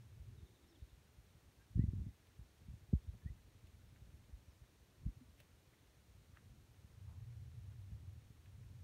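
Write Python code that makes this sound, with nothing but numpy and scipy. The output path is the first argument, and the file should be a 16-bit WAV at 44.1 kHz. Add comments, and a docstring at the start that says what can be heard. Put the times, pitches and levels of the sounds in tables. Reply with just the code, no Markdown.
"""A quiet meadow where horses graze in a light breeze.
Eddies brush the microphone port as soft low thumps over the uneven rumble of short gusts; late on,
the flow steadies to a drone. Small birds whistle and trill far off, a few dry stalks snap, and
the horses crop the grass in tiny crunches. A faint hum sinks in pitch at the start, one hollow
bump sounds midway, and a steady hiss of air and microphone lies under it all."""
import sys
import numpy as np
from scipy import signal
from scipy.fft import rfft, irfft
from scipy.io import wavfile
from scipy.ndimage import uniform_filter1d

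SR = 44100
rng = np.random.default_rng(int(sys.argv[2]) if len(sys.argv) > 2 else 0)


def bounce(signal):
    """Save signal as a 16-bit WAV file at the path given by the first command-line argument."""
    frames = np.transpose(np.atleast_2d(signal))
    limited = np.clip(frames, -1, 1)
    pcm = np.round(limited * 32767).astype(np.int16)
    wavfile.write(sys.argv[1], SR, pcm)


N = 389403

# The big thumps, strong eddies crossing the port: (time [s], peak [dB], passing time [ms])
STRONG_EDDIES = [(.207, -45, 3.4), (.43, -47, 2.8), (.823, -44.5, 3.8), (.927, -55, 5.7), (1.185, -52, 3.4),
                 (1.759, -28.5, 2.86), (1.777, -31.5, 1.7), (1.794, -21.5, 1.82), (1.84, -28.5, 1.87),
                 (1.935, -35, 1.55), (2.019, -41.5, 1.9), (2.066, -37.5, 1.97), (2.393, -46, 2.7),
                 (2.412, -48.5, 4), (2.686, -43, 2.5), (2.74, -46, 2.3), (2.931, -35, 0.92),
                 (2.936, -21.5, 1.85), (2.950, -31.5, 4.8), (3.087, -41, 4), (3.26, -38, 2.5),
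                 (3.302, -40, 4.3), (4.021, -47, 3.7), (4.331, -45.5, 5.6), (4.484, -51.5, 3.8),
                 (4.618, -51, 3.5), (5.060, -33, 5.9), (5.067, -33, 2.18), (6.846, -51.5, 2.4),
                 (7.921, -42, 2.7), (8.305, -50, 2.15)]

def eddies(rows, core=4.5, bass_cut_hz=50.5):
    """A vortex pulls, then pushes: the quicker, the brighter. The microphone's bass cut makes it ring."""
    out, lead_s = np.zeros(N), .06
    t = np.arange(SR // 5) / SR - lead_s
    for s, db, passing_ms in rows:
        position = t / (passing_ms / 1000)
        pressure = position / (1 + position ** 2 / core) ** core   # a compact core gives a round thud
        thump = filtered(pressure, bass_cut_hz, "high", order=5)
        add(out, s - lead_s, from_db(db) * thump / np.abs(thump).max())
    return out


# The bed of breeze between gusts: (time [s], level [dB])
BREEZE_LEVEL = [(0, -68), (.65, -72), (1.35, -67.5), (1.6, -72), (2.5, -71), (2.9, -64), (3.5, -66),
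                (4.17, -62), (4.45, -69.5), (4.9, -72), (5.2, -65), (5.75, -73), (6.15, -66.5),
                (7.6, -67.5), (7.95, -61.5), (8.35, -66.5), (8.83, -61)]
# Short pushes of wind: (start [s], hold [s], level [dB])
GUST_CUES = [(.2, .24, -58), (1.772, .31, -40), (2.65, .1, -55.5), (3.09, 0.061, -54.5),
             (3.25, 0.07, -54.5), (5.04, 0.052, -52), (6.46, 0.12, -60)]
# The bass-heavy tone of turbulence: (frequency [Hz], level [dB per Hz])
WIND_COLOUR = [(25, -19), (45, -5), (70, 2), (100, 1), (130, -3.5), (160, -12), (210, -13.5), (280, -23.5),
               (380, -32), (460, -51)]

def wind(breeze_db):
    """Gusts ride on the breeze and buffet the port with a fluttering rumble."""
    gusts = swells(GUST_CUES, attack_s=.017, sag_db_per_s=20, release_s=.017)
    return rumble(np.hypot(from_db(breeze_db), gusts), WIND_COLOUR, evenness=.6, flutter_db=3)


def small_eddies(breeze_db, per_s=7, above_db=8.5, spread_db=1.5, typical_ms=3.43):
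    """Light thumps from weak eddies at random moments, following the level of the breeze."""
    waits, sizes, durations = rng.random((96, 3)).T
    times = np.cumsum(2 * waits) / per_s
    peak_db = np.interp(times, np.arange(N) / SR, breeze_db) + above_db + spread_db * (2 * sizes - 1)
    passing_ms = typical_ms * 2 ** (durations - .5)
    return eddies(np.column_stack([times, peak_db, passing_ms])[times < N / SR])


# Spells of steadier flow: (start [s], hold [s], level [dB])
DRONE_CUES = [(0, .37, -61), (7.06, 1.085, -53), (8.5, .33, -58)]
# Their narrow, low tone: (frequency [Hz], level [dB per Hz])
DRONE_TONE = [(45, -18.5), (68, -7), (95, 1), (125, -1), (145, -17), (175, -22.5)]

def drone():
    """Steady flow over the port holds a smooth, low drone."""
    strength = swells(DRONE_CUES, attack_s=.089, sag_db_per_s=.9, release_s=.059)
    return rumble(strength, DRONE_TONE, evenness=.86, flutter_db=.5)


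def swells(rows, attack_s, sag_db_per_s, release_s):
    """Strength of the flow: each swell rises, sags while it holds, then dies away."""
    t, power = np.arange(N) / SR, 1e-14
    for s, hold, db in rows:
        held = from_db(db - sag_db_per_s * np.clip(t - s, 0, hold))
        fade = np.maximum(s - t, 0) / attack_s + np.maximum(t - s - hold, 0) / release_s
        power = power + (held * np.exp(-np.minimum(fade, 20))) ** 2
    return np.sqrt(power)


def rumble(strength, colour, evenness, flutter_db):
    """Small eddies merge into a rumble that follows the strength of the flow and flutters with it."""
    flow = noise(colour, skirt_db=30)
    power = uniform_filter1d(flow ** 2, size=3000) + 1e-9
    flutter = from_db(flutter_db * noise([(7, 0), (16, 0)], skirt_db=23.5))
    return strength * rms_one(flutter * flow / power ** (evenness / 2))


# Dry snaps, tearing grass and dull scuffs:
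# (time [s], level [dB], centre [Hz], decay [s], crunch relative to the snap [dB])
STALK_SNAPS = [(1.615, -69, 1740, .01, -6), (2.27, -64, 2700, .0044, -8), (3.135, -66, 480, .011, -6),
               (3.67, -64.5, 2700, .0035, -10), (3.96, -63, 1900, .008, -9),
               (5.402, -52.5, 2500, .0024, -12), (5.734, -64, 1720, .008, 2),
               (6.372, -50, 1450, 0.00054, -22), (7.08, -65, 820, 0.17, -1), (7.72, -67, 1900, .004, -10),
               (8.457, -65, 2100, .005, -10), (8.634, -66.5, 1570, .005, -6)]

def snaps(crunch_s=.018, spread=1.45, splinter_db=-11.5, knock_db=-14, knock_hz=590, knock_s=.015):
    """Fibres crunch, then break at once; brittle stalks also knock and splinter in the treble."""
    out, lead_s = np.zeros(N), .04
    t = np.arange(SR // 5) / SR - lead_s
    after = np.maximum(t, 0)
    for s, db, hz, decay_s, crunch_db in STALK_SNAPS:
        fracture = (t >= 0) * np.exp(-after / decay_s)
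        crunch = from_db(crunch_db) * np.exp(-np.abs(t) / crunch_s)
        fibres = (fracture + crunch) * rng.standard_normal(len(t))
        brittle = min(hz / 2500, 1) ** 2
        splinter = from_db(splinter_db) * brittle ** 2 * fibres
        knock = from_db(knock_db) * brittle * np.exp(-after / knock_s)
        knock *= np.sin(2 * np.pi * knock_hz * after)
        snap = filtered(fibres, [hz / spread, hz * spread], "band") + splinter
        add(out, s - lead_s, from_db(db) * (snap / np.abs(snap).max() + knock))
    return out


def bump(start_s=5.208, hz=250, peak_db=-56.5, rise_s=.0097):
    """A soft, hollow bump that swells and rings for a few cycles."""
    t = np.maximum(np.arange(N) / SR - start_s, 0)
    envelope = t / rise_s * np.exp(1 - np.minimum(t / rise_s, 40))
    return from_db(peak_db) * envelope * np.sin(2 * np.pi * hz * t)


# Single far-off calls: (time [s], length [s], start pitch [Hz], end pitch [Hz], dry peak [dB])
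BIRD_NOTES = [(.675, .046, 5600, 5200, -78), (.748, .024, 3840, 2900, -73.5),
              (1.595, .038, 1547, 1674, -75), (1.782, 0.057, 1780, 2110, -70.5),
              (3.212, .033, 1680, 1780, -79), (3.257, 0.044, 1790, 2070, -69), (4.46, .09, 6120, 4940, -85)]

def birds(notes, waver, echo_db, echo_s):
    """Short gliding whistles, scattered by the brush into a soft tail."""
    out = np.zeros(N)
    for s, length, start_hz, end_hz, db in notes:
        progress = np.linspace(0, 1, int(length * SR))
        wobble = np.interp(progress, np.linspace(0, 1, 8), rng.standard_normal(8))
        hz = (start_hz + (end_hz - start_hz) * progress) * (1 + waver * wobble)
        envelope = np.sqrt(np.abs(np.sin(np.pi * progress)))
        add(out, s, from_db(db) * envelope * np.sin(2 * np.pi * np.cumsum(hz) / SR))
    t = np.arange(SR // 2) / SR
    brush = rng.standard_normal(len(t)) * np.exp(-t / echo_s)
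    return out + from_db(echo_db) * signal.fftconvolve(out, brush / np.linalg.norm(brush))[:N]


def trill(start_s=.368, step_s=.0855, chirp_s=.028, glide_hz=(4120, 3360), db=-77.5, fade_db_per_s=6):
    """One bird repeats a falling chirp evenly, fading as it goes."""
    chirps = [(start_s + t, chirp_s, *glide_hz, db - fade_db_per_s * t) for t in step_s * np.arange(7)]
    return birds(chirps, waver=.018, echo_db=-3, echo_s=.05)


def grazing(per_s=8, level_db=-76, bite_s=.0049, band_hz=(900, 2800)):
    """The horses crop the grass: tiny crunches at random moments, barely above the hiss."""
    waits, sizes = rng.exponential(1, (2, 128))
    t = np.arange(SR // 20) / SR
    force = np.zeros(N)
    for s, size in zip(np.cumsum(waits) / per_s, np.minimum(sizes, 2)):
        add(force, s, from_db(level_db + 2.7 * (size - 1.5)) * np.exp(-t / bite_s))
    return force * rms_one(filtered(rng.standard_normal(N), band_hz, "band"))


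# A faint, sinking hum: (time [s], pitch [Hz], level [dB])
HUM_GLIDE = [(.2, 365, -100), (.33, 375, -75), (.6, 355, -79.5), (.77, 325, -74), (.85, 315, -110)]

def far_hum(blur_hz=40):
    """A low tone, blurred by distance into a narrow band."""
    hz, db = in_time(HUM_GLIDE)
    blur = rms_one(filtered(rng.standard_normal(N), blur_hz, "low"))
    return from_db(db) * blur * np.sqrt(2) * np.sin(2 * np.pi * np.cumsum(hz) / SR)


# The soft wash of still air: (frequency [Hz], level [dB per Hz])
AIR_COLOUR = [(60, -2), (150, -2), (260, 0), (430, -3), (700, -8.5), (1220, -11), (1890, -11.5),
              (2500, -12.5), (4000, -15.5)]
# Thin microphone hiss on top: (frequency [Hz], level [dB per Hz])
HISS_COLOUR = [(3600, -5), (4400, -2), (4900, -5), (5400, -1.5), (6700, -2), (7700, -5.5), (8400, -3.5),
               (9600, -4), (10400, -9.5), (11100, -6), (13000, -7), (15700, -9)]

def air_and_hiss(air_db=-74.5, hiss_db=-80.5):
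    """Still air and the microphone's own noise lay a steady bed."""
    air = from_db(air_db) * noise(AIR_COLOUR, skirt_db=27.5)
    return air + from_db(hiss_db) * noise(HISS_COLOUR, skirt_db=32)


def noise(colour, skirt_db):
    """Unit-power noise of a given colour, falling by skirt_db an octave beyond its ends."""
    hz, db = np.transpose(colour)
    octave, points = np.log2(np.maximum(np.fft.rfftfreq(N, 1 / SR), 1)), np.log2(hz)
    beyond = np.abs(octave - np.clip(octave, points[0], points[-1]))
    gain = from_db(np.interp(octave, points, db) - skirt_db * beyond)
    return rms_one(irfft(rfft(rng.standard_normal(N)) * gain, N))


def from_db(db):
    """Decibels to gain."""
    return 10 ** (np.asarray(db) / 20)


def rms_one(x):
    """Scale to unit power."""
    return x / np.sqrt(np.mean(x ** 2) + 1e-20)


def in_time(rows):
    """Each column of a curve, sample by sample."""
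    s, *columns = np.transpose(rows)
    return [np.interp(np.arange(N) / SR, s, column) for column in columns]


def filtered(x, hz, kind, order=2):
    """Causal Butterworth filter."""
    return signal.sosfilt(signal.butter(order, hz, kind, fs=SR, output="sos"), x)


def add(out, s, sound):
    """Mix a sound in from a given time."""
    i = max(round(s * SR), 0)
    out[i:i + len(sound)] += sound[:max(N - i, 0)]


def scene():
    """The mono mix: wind at the port up front, the meadow far behind."""
    breeze_db, = in_time(BREEZE_LEVEL)
    front = wind(breeze_db) + drone() + eddies(STRONG_EDDIES) + small_eddies(breeze_db)
    calls = birds(BIRD_NOTES, waver=.007, echo_db=-8, echo_s=.028) + trill()
    meadow = air_and_hiss() + snaps() + bump() + grazing() + far_hum()
    return (front + calls + meadow)[None]


def record(dry, cutoff_hz=15720):
    """A steep low-pass trims the very top."""
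    return signal.sosfilt(signal.ellip(12, .1, 70, cutoff_hz, fs=SR, output="sos"), dry)


dry = scene()
out = record(dry)
bounce(out)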